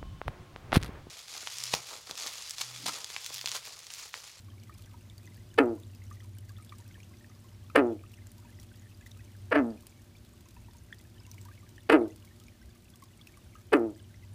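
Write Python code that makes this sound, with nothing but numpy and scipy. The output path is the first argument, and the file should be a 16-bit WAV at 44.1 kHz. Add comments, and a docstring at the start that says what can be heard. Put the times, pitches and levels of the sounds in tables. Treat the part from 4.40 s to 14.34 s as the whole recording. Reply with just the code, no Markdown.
"""Green frog in a garden pond

A frog gives five twanging croaks, close by, in a small lined pond. Each opens with a fast flutter
of the voice box, then slows and dulls as the vocal sac (its throat pouch) rings on.
Water trickles in with small ringing bubbles and splash ticks. Behind it a pump hums with a slow
throb, and the garden air hisses and rumbles softly."""
import sys
import numpy as np
from scipy import signal
from scipy.fft import rfft, irfft, next_fast_len
from scipy.io import wavfile
from scipy.ndimage import map_coordinates

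SR = 44100
rng = np.random.default_rng(int(sys.argv[2]) if len(sys.argv) > 2 else 0)


def wav_record(signal):
    """Record a signal, one row per channel, as 16-bit PCM in the file named by sys.argv[1]."""
    frames = np.transpose(np.atleast_2d(signal))
    bounded = np.clip(frames, -1, 1)
    # unit amplitude maps onto the largest positive 16-bit level
    quanta = np.round(bounded * 32767).astype(np.int16)
    wavfile.write(sys.argv[1], SR, quanta)


N = 438354

# tone colour of the garden air and of its low rumble (frequency [Hz], relative level [dB])
AIR_COLOUR = [(22, -22.5), (60, -10), (115, -1), (160, -3.5), (225, -1), (270, -8), (350, -6), (430, -16),
              (750, -19.5), (1500, -23.5), (4000, -24), (15000, -32)]
RUMBLE_COLOUR = [(20, -17.5), (45, -5), (62, 2.5), (82, 2), (130, -12), (300, -39), (600, -81)]
# how the pump's main hum swells and fades (time [s], level [dB])
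PUMP_SWELL = [(0, -51.5), (0.4, -52.5), (1.15, -54), (1.85, -47), (2.9, -58.5), (3.5, -51), (3.9, -55.5),
              (4.7, -56), (5.05, -49), (5.4, -61.5), (6.55, -61), (7.05, -50.5), (7.35, -60.5),
              (7.65, -53.0), (8.0, -62.5), (8.95, -67.5), (9.3, -55.5), (9.9, -51.5)]
# the pump's faint higher tones (frequency [Hz], level [dB])
PUMP_TONES = [(236.9, -69.5), (360, -78.5), (592.8, -82.5), (600.2, -83), (1541, -89)]
# how long the pond's echo lasts (frequency [Hz], time to fade by 60 dB [s])
ECHO_FADE = [(300, 0.39), (1500, 0.1), (5000, 0.019), (12000, 0.013)]
# how strongly the water runs in (time [s], relative strength [dB])
INFLOW = [(0, -65.5), (1.2, -65.5), (2.3, -63.5), (3.1, -66.5), (4.3, -64.5), (6.1, -66), (7.1, -64),
          (8.3, -65.5), (9.9, -65.5)]
# the clearest bubbles (time [s], level [dB], pitch [Hz])
PLINKS = [(0.295, -44, 1194), (0.54, -51.5, 926), (0.699, -45, 3500), (0.875, -48, 1900),
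          (1.434, -49, 3560), (1.711, -44.5, 1166), (1.803, -49.5, 1880), (2.185, -52.5, 1285),
          (2.294, -44.5, 3500), (2.322, -42, 1150), (2.543, -49.5, 3080), (2.602, -49, 2300),
          (2.631, -49, 2720), (2.844, -48.5, 1780), (3.3, -44.5, 1256), (3.637, -49.5, 1200),
          (3.739, -47, 2690), (4.663, -44, 1890), (4.716, -45, 3610), (6.166, -51.5, 934),
          (6.284, -52, 910), (6.526, -34, 1790), (6.981, -46.5, 2170), (7.085, -49, 1157),
          (7.38, -45.5, 1780), (8.083, -47.5, 2280), (8.623, -47.5, 1056), (8.813, -47.5, 3330),
          (8.872, -42, 2560), (9.153, -47, 1227), (9.742, -51, 1930)]
# the clearest drops hitting the water (time [s], level [dB], pitch of the bubble left behind [Hz])
DROPS = [(0.4599, -46, 5640), (0.7801, -38.5, 4510), (1.1418, -44, 6200), (1.6387, -46, 6560),
         (1.9849, -39.5, 7700), (2.0931, -42.5, 4540), (2.2483, -43, 10900), (2.385, -42.5, 8700),
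         (3.8696, -40, 7040), (3.9175, -40, 8600), (4.1989, -39.5, 5500), (4.7142, -46.5, 5570),
         (5.4685, -33, 9100), (6.8658, -44.5, 6590), (6.9147, -34.5, 5760), (7.014, -40.5, 7560),
         (7.7608, -42, 9280), (8.8712, -42, 9900)]
# tone colour of a splash and of the frog's spit (frequency [Hz], relative level [dB])
SPLASH_COLOUR = [(700, -8.5), (2000, -4), (4000, 2), (8000, 3), (11000, -2), (15500, 0)]
SPIT_COLOUR = [(3000, -20.5), (7000, -11), (8300, 0.5), (11000, -4), (12500, -15), (15500, -12.5)]
# when spit flies as the sac swells (position in the flutter [0 to 1])
SPIT_MOMENTS = [0.45, 0.8]
# how the head and eardrums send out the call (frequency [Hz], gain [dB])
HEAD_COLOUR = [(100, -27.5), (160, -24), (220, 1), (400, -0.5), (600, -4), (850, -3.5), (1060, -8.5),
               (1330, -5.5), (1800, -10), (2100, -10), (3000, -14.5), (3900, -24), (4700, -24.5),
               (7000, -41)]
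# ringing hollows in the head (frequency [Hz], width [Hz], boost [dB])
HEAD_HOLLOWS = [(605, 90, 6), (1340, 170, 7), (1780, 190, 8), (2480, 200, 6), (2830, 200, 5),
                (4600, 500, 4)]
# slack vocal cords close softly and lose the high notes first (frequency [Hz], cut [dB per dB of edge])
SLACK_CUT = [(480, 0), (700, .15), (880, .3), (1050, .9), (1350, 1.1), (1700, 1.7), (3000, 2.2),
             (4500, 3)]
# pressed cords push the middle range forward (frequency [Hz], lift [dB per dB of edge])
PRESSED_LIFT = [(350, 0), (620, .7), (1050, .45), (1700, 1.05), (3500, 0)]
# a sharper snap lifts only the upper treble (frequency [Hz], lift [dB per dB of bite])
BITE_LIFT = [(2000, 0), (3100, 1)]
# flutters that open a croak or push it again; "edge" is brightness, "bite" is upper treble
# (first pulse [s], last pulse [s], level [dB], edge [dB], bite [dB], sac note [Hz], spit level [dB])
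FLUTTERS = [(1.1810, 1.1898, -13.5, 4, 3, 446, -41.5), (3.3526, 3.3624, -13.5, 3, -0.5, 414, -36.5),
            (5.114, 5.1282, -19.5, 7, -2.5, 394, -53.5), (5.1448, 5.16, -22, 8, 1.5, 640, -55.5),
            (7.4948, 7.5, -11, 5, 4, 443, -41.5), (7.515, 7.53, -17, -0.5, 1.5, 387, -39),
            (9.324, 9.3377, -14.5, 0, -1, 395, -38)]
# croaks: the voice catches, pushes hard, then goes slack
# (start [s], length [s], catch length [s], end of push [s after start], bite [dB],
#  pushed level [dB], slack level [dB], pushed pulse rate [Hz], slack pulse rate [Hz],
#  pushed edge [dB], slack edge [dB], pushed sac note [Hz], slack sac note [Hz])
CROAKS = [(1.198, 0.18, 0.00016, 0.026, -5.5, -18.5, -24.5, 140.1, 119.6, -2, -9.5, 300, 332),
          (3.371, 0.2, 0.0034, 0.036, -2, -16, -22.5, 149.3, 120.9, -1, -10, 330, 332),
          (5.134, 0.25, 0.024, 0.070, -7, -22, -28, 150.4, 119.2, 1, -9, 286, 254),
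          (7.5078, 0.186, 0.0225, 0.061, -1, -14.5, -22.5, 154, 118.7, -1, -10, 339.5, 342),
          (9.343, 0.2, 0, 0.026, -3, -18, -27, 143.4, 115.2, -2.5, -9.5, 316, 332)]


def amp(db):
    """Turn decibels into a gain."""
    return 10 ** (np.asarray(db) / 20)


def along(points, hz):
    """Read a (frequency, value) table at hz, on a log frequency scale."""
    freqs, values = np.transpose(points)
    return np.interp(np.log(hz + 1), np.log(freqs), values)


def curve(rows):
    """Turn a (time, value) table into one value per sample."""
    return np.interp(np.arange(N) / SR, *np.transpose(rows))


def wobble(rate):
    """A smooth curve through `rate` random points a second."""
    return map_coordinates(rng.standard_normal(int(N * rate / SR) + 4), [np.arange(N) * rate / SR])


def filtered(x, response):
    """Scale each frequency in x by response(frequency)."""
    size = next_fast_len(N + SR // 2)
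    return irfft(rfft(x, size) * response(np.fft.rfftfreq(size, 1 / SR)), size)[:N]


def unit(x):
    """Scale x to an average (rms) level of 1."""
    return x / np.sqrt(np.mean(x ** 2) + 1e-20)


def noise(colour):
    """Noise of level 1 with the given tone colour."""
    return unit(filtered(rng.standard_normal(N), lambda hz: amp(along(colour, hz))))


def add(track, s, sound):
    """Mix a sound into the track at s seconds."""
    part = track[max(round(s * SR), 0):][:len(sound)]
    part += sound[:len(part)]


def ringing(gain):
    """A click with this gain at each frequency, which starts at once and rings afterwards."""
    cepstrum = irfft(np.log(np.maximum(gain, 1e-6)))
    half = len(cepstrum) // 2
    cepstrum[1:half] *= 2
    cepstrum[half + 1:] = 0
    return irfft(np.exp(rfft(cepstrum)))


def air(hiss_db=-59, rumble_db=-59):
    """A smooth outdoor hiss and an uneven low rumble."""
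    swells = amp(2.8 * wobble(11))
    hiss = amp(hiss_db + .5 * wobble(3)) * noise(AIR_COLOUR)
    return hiss + amp(rumble_db) * unit(swells * noise(RUMBLE_COLOUR))


def pump(hum_hz=96.9, upper_hz=110.6, upper_db=-60):
    """Two close low tones beat against each other and throb, under faint higher tones."""
    t = np.arange(N) / SR
    tone = lambda hz: np.sqrt(2) * np.sin(2 * np.pi * hz * t + .3 * wobble(2))
    faint_tones = sum(amp(db + 2 * wobble(2)) * tone(hz) for hz, db in PUMP_TONES)
    swell_db = curve(PUMP_SWELL)
    drift_db, shudder_db = 1.8 * wobble(3), 1.8 * wobble(16)
    # the upper tone follows most of the hum's swell
    upper = amp(upper_db + .79 * (swell_db - swell_db.mean()) + drift_db) * tone(upper_hz)
    hum = amp(swell_db + .5 + shudder_db) * tone(hum_hz)
    return hum + upper + faint_tones


def pond_echo(x, low_cut_hz=700):
    """The liner and stones scatter the higher sounds into a brief echo."""
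    hz, t, spectrum = signal.stft(rng.standard_normal(SR // 4), SR, nperseg=128)
    fade = amp(-60 * t / along(ECHO_FADE, hz)[:, None])
    tail = signal.istft(spectrum * fade, SR, nperseg=128)[1]
    delayed_tail = np.pad(tail / np.linalg.norm(tail), (SR // 600, 0))
    echo = signal.fftconvolve(x, delayed_tail)[:N]
    return filtered(echo, lambda f: f ** 2 / (f ** 2 + low_cut_hz ** 2))


def splashes(hits, colour, fade_s, spray_db, spray_s):
    """A wet crack and a little spray at each (time, level); they fall 60 dB in fade_s and spray_s."""
    level, t = np.zeros(N), np.arange(SR // 20) / SR
    shape = amp(-60 * t / fade_s) + amp(spray_db - 60 * t / spray_s)
    for s, db in hits:
        add(level, s, amp(db) * shape)
    return level * noise(colour)


def bubble(hz, cycles, rise):
    """Trapped air rings, swells for some cycles and dies; its note rises as it nears the surface."""
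    age = np.arange(int(10 * cycles * SR / hz)) / SR * hz / cycles  # 1 at the loudest point
    return np.sin(2 * np.pi * cycles * (age + rise * age ** 2 / 2)) * age * np.exp(1 - age)


def bubble_pairs(low_hz, high_hz, db, spread_db, cycles, count):
    """Bubbles of random size and pitch, each closely followed by a smaller, higher one."""
    out = np.zeros(N)
    for when, delay, pitch, size, life in rng.random((count, 5)):
        s = when * N / SR
        hz = low_hz * (high_hz / low_hz) ** pitch
        gain = amp(db + spread_db * size ** 3)
        add(out, s, gain * bubble(hz, cycles * (.5 + life), rise=.0058))
        add(out, s + .0033 * delay, gain * amp(-6.5) * bubble(hz * (1 + life), cycles / 2, rise=.012))
    return out


def trickle(surge=2.2):
    """Small bubbles and crackling droplets grow louder and softer with the inflow."""
    gulps = bubble_pairs(880, 1280, db=-63, spread_db=8, cycles=4, count=50)
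    babble = bubble_pairs(1500, 3700, db=-66, spread_db=12, cycles=4, count=480)
    fizz = bubble_pairs(4500, 10500, db=-67, spread_db=16, cycles=4.5, count=420)
    droplets = [(when * N / SR, -61 + 11 * size ** 3) for when, size in rng.random((300, 2))]
    crackle = splashes(droplets, SPLASH_COLOUR, fade_s=.0027, spray_db=-6.5, spray_s=.038)
    flow_db = curve(INFLOW)
    return amp(surge * (flow_db - flow_db.mean())) * (gulps + babble + fizz + crackle)


def plinks():
    """A drop makes a tiny splash and traps two bubbles: a main one and a smaller, higher one."""
    out = np.zeros(N)
    for s, db, hz in PLINKS:
        life, ratio, lag = rng.random(3)
        add(out, s, amp(db - .5) * bubble(hz, cycles=2 + 2 * life, rise=.014))
        add(out, s + .003 * lag, amp(db - 9) * bubble(hz * (1.3 + ratio), cycles=3, rise=.014))
    hits = [(s, min(db, -46) - 6) for s, db, _ in PLINKS]
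    return out + splashes(hits, SPLASH_COLOUR, fade_s=.0032, spray_db=-19, spray_s=.028)


def drop_ticks(gain_db=-5.5):
    """Drops hit the water with a sharp tick, and each leaves a tiny pinging bubble."""
    hits = [(s, db) for s, db, _ in DROPS]
    out = splashes(hits, SPLASH_COLOUR, fade_s=.002, spray_db=-9, spray_s=.03)
    for s, db, hz in DROPS:
        add(out, s, amp(db - 3) * bubble(hz, cycles=5, rise=.02))
    return amp(gain_db) * out


def spit():
    """Each flutter of the frog's voice box throws out a little wet spray."""
    spurts = [(first + share * (last - first), spit_db)
              for first, last, *_, spit_db in FLUTTERS for share in SPIT_MOMENTS]
    return splashes(spurts, SPIT_COLOUR, fade_s=.011, spray_db=-19, spray_s=.15)


def cord_snap(rate_hz, edge_db, bite_db, sac_hz, sac_width_hz, sac_db):
    """One snap of the vocal cords rings the sac and head; repeated at rate_hz, its level is near 1."""
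    hz = np.fft.rfftfreq(2048, 1 / SR)
    peak = lambda centre, width, db: 1 + (amp(db) - 1) / np.hypot(1, 2 * (hz - centre) / width)
    sac = peak(sac_hz, sac_width_hz, sac_db)
    hollows = np.prod([peak(*hollow) for hollow in HEAD_HOLLOWS], axis=0)
    cords_db = edge_db * along(SLACK_CUT if edge_db < 0 else PRESSED_LIFT, hz)
    colour_db = along(HEAD_COLOUR, hz) + cords_db + bite_db * along(BITE_LIFT, hz)
    ring = ringing(sac * hollows * amp(colour_db))
    # the head holds the snap for a moment, so it swells instead of clicking
    lag = sum(2 * np.arctan2(hz * centre / 2.8, centre ** 2 - hz ** 2)
              for centre, *_ in HEAD_HOLLOWS[1:])
    ring = irfft(rfft(ring) * np.exp(-1j * lag))
    return ring * np.sqrt(SR / rate_hz / np.sum(ring ** 2))


def flutters(rate_hz=465, swell_db=11.5):
    """The voice box leaks one faint pulse, then bursts open in a few very quick ones that swell."""
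    out = np.zeros(N)
    for first, last, db, edge_db, bite_db, sac_hz, _ in FLUTTERS:
        leak = cord_snap(rate_hz, 0, bite_db, sac_hz, sac_width_hz=84, sac_db=7)
        add(out, first - .0036, amp(db - 21.5) * leak)
        count = int(np.clip(round((last - first) * rate_hz) + 1, 2, 10))
        for progress, (slip, size) in zip(np.linspace(0, 1, count), rng.standard_normal((10, 2))):
            rise_db = swell_db * min(progress / .76 - 1, 0)
            snap = cord_snap(rate_hz, edge_db + rise_db / 3, bite_db, sac_hz, sac_width_hz=84, sac_db=11)
            add(out, first + progress * (last - first) + .00018 * slip, amp(db + rise_db + size) * snap)
    return out


def croaks(relax_s=.008, release_s=.0043, fade_db=31.5, sag_hz=32.6, dull_db=6.5):
    """Hard-driven cords beat unevenly and rebound, then settle into a clean, falling twang."""
    out = np.zeros(N)
    treble_only = signal.butter(2, 1000, 'high', fs=SR, output='sos')
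    for start, length, catch_s, push_s, bite_db, *states in CROAKS:
        pushed, slack = np.reshape(states, (-1, 2)).T
        t = 0
        for slip, size, colour, late in rng.standard_normal((60, 4)):  # each snap varies by chance
            if t > length:
                break
            push = .5 - .5 * np.tanh((t - push_s) / (2 * relax_s))
            db, rate_hz, edge_db, sac_hz = slack + push * (pushed - slack)
            catch = np.clip((catch_s - t) / release_s, 0, 1)  # a catching voice: weak, strained, slower
            spent = t / length  # as the lungs empty, the call fades, slows, dulls and sinks
            db -= 8.5 * catch + fade_db * spent ** 2.72
            rate_hz -= 7 * catch + sag_hz * spent ** 3.6
            edge_db += 2.5 * catch - dull_db * spent
            sac_hz *= 1 - .09 * spent ** 3.6
            sac_db = 22 - np.clip(edge_db + 3, 0, 10)  # a strained voice fills the sac less
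            rough = np.clip(1 + edge_db / 13, .04, 1)
            snap = cord_snap(rate_hz, edge_db + rough * colour, bite_db, sac_hz,
                             sac_width_hz=46, sac_db=sac_db)
            snap *= amp(db - .5 + rough * size)
            rebound = .45 * rough * signal.sosfilt(treble_only, snap)
            add(out, start + t, snap)
            add(out, start + t + .0012 * np.exp(late / 3), rebound)
            t += (1 + .025 * rough * slip) / rate_hz
    return out


def scene():
    """Frog and water echo in the pond, over the pump and the air, in one channel."""
    frog = croaks() + flutters() + spit()
    water = plinks() + trickle() + drop_ticks()
    echo = pond_echo(amp(-10) * frog + amp(-14) * water)
    return (frog + water + echo + pump() + air())[None]


def record(dry, top_hz=15500):
    """Cut away the very highest treble."""
    return np.array([filtered(x, lambda hz: hz < top_hz) for x in dry])


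dry = scene()
out = record(dry)
wav_record(out)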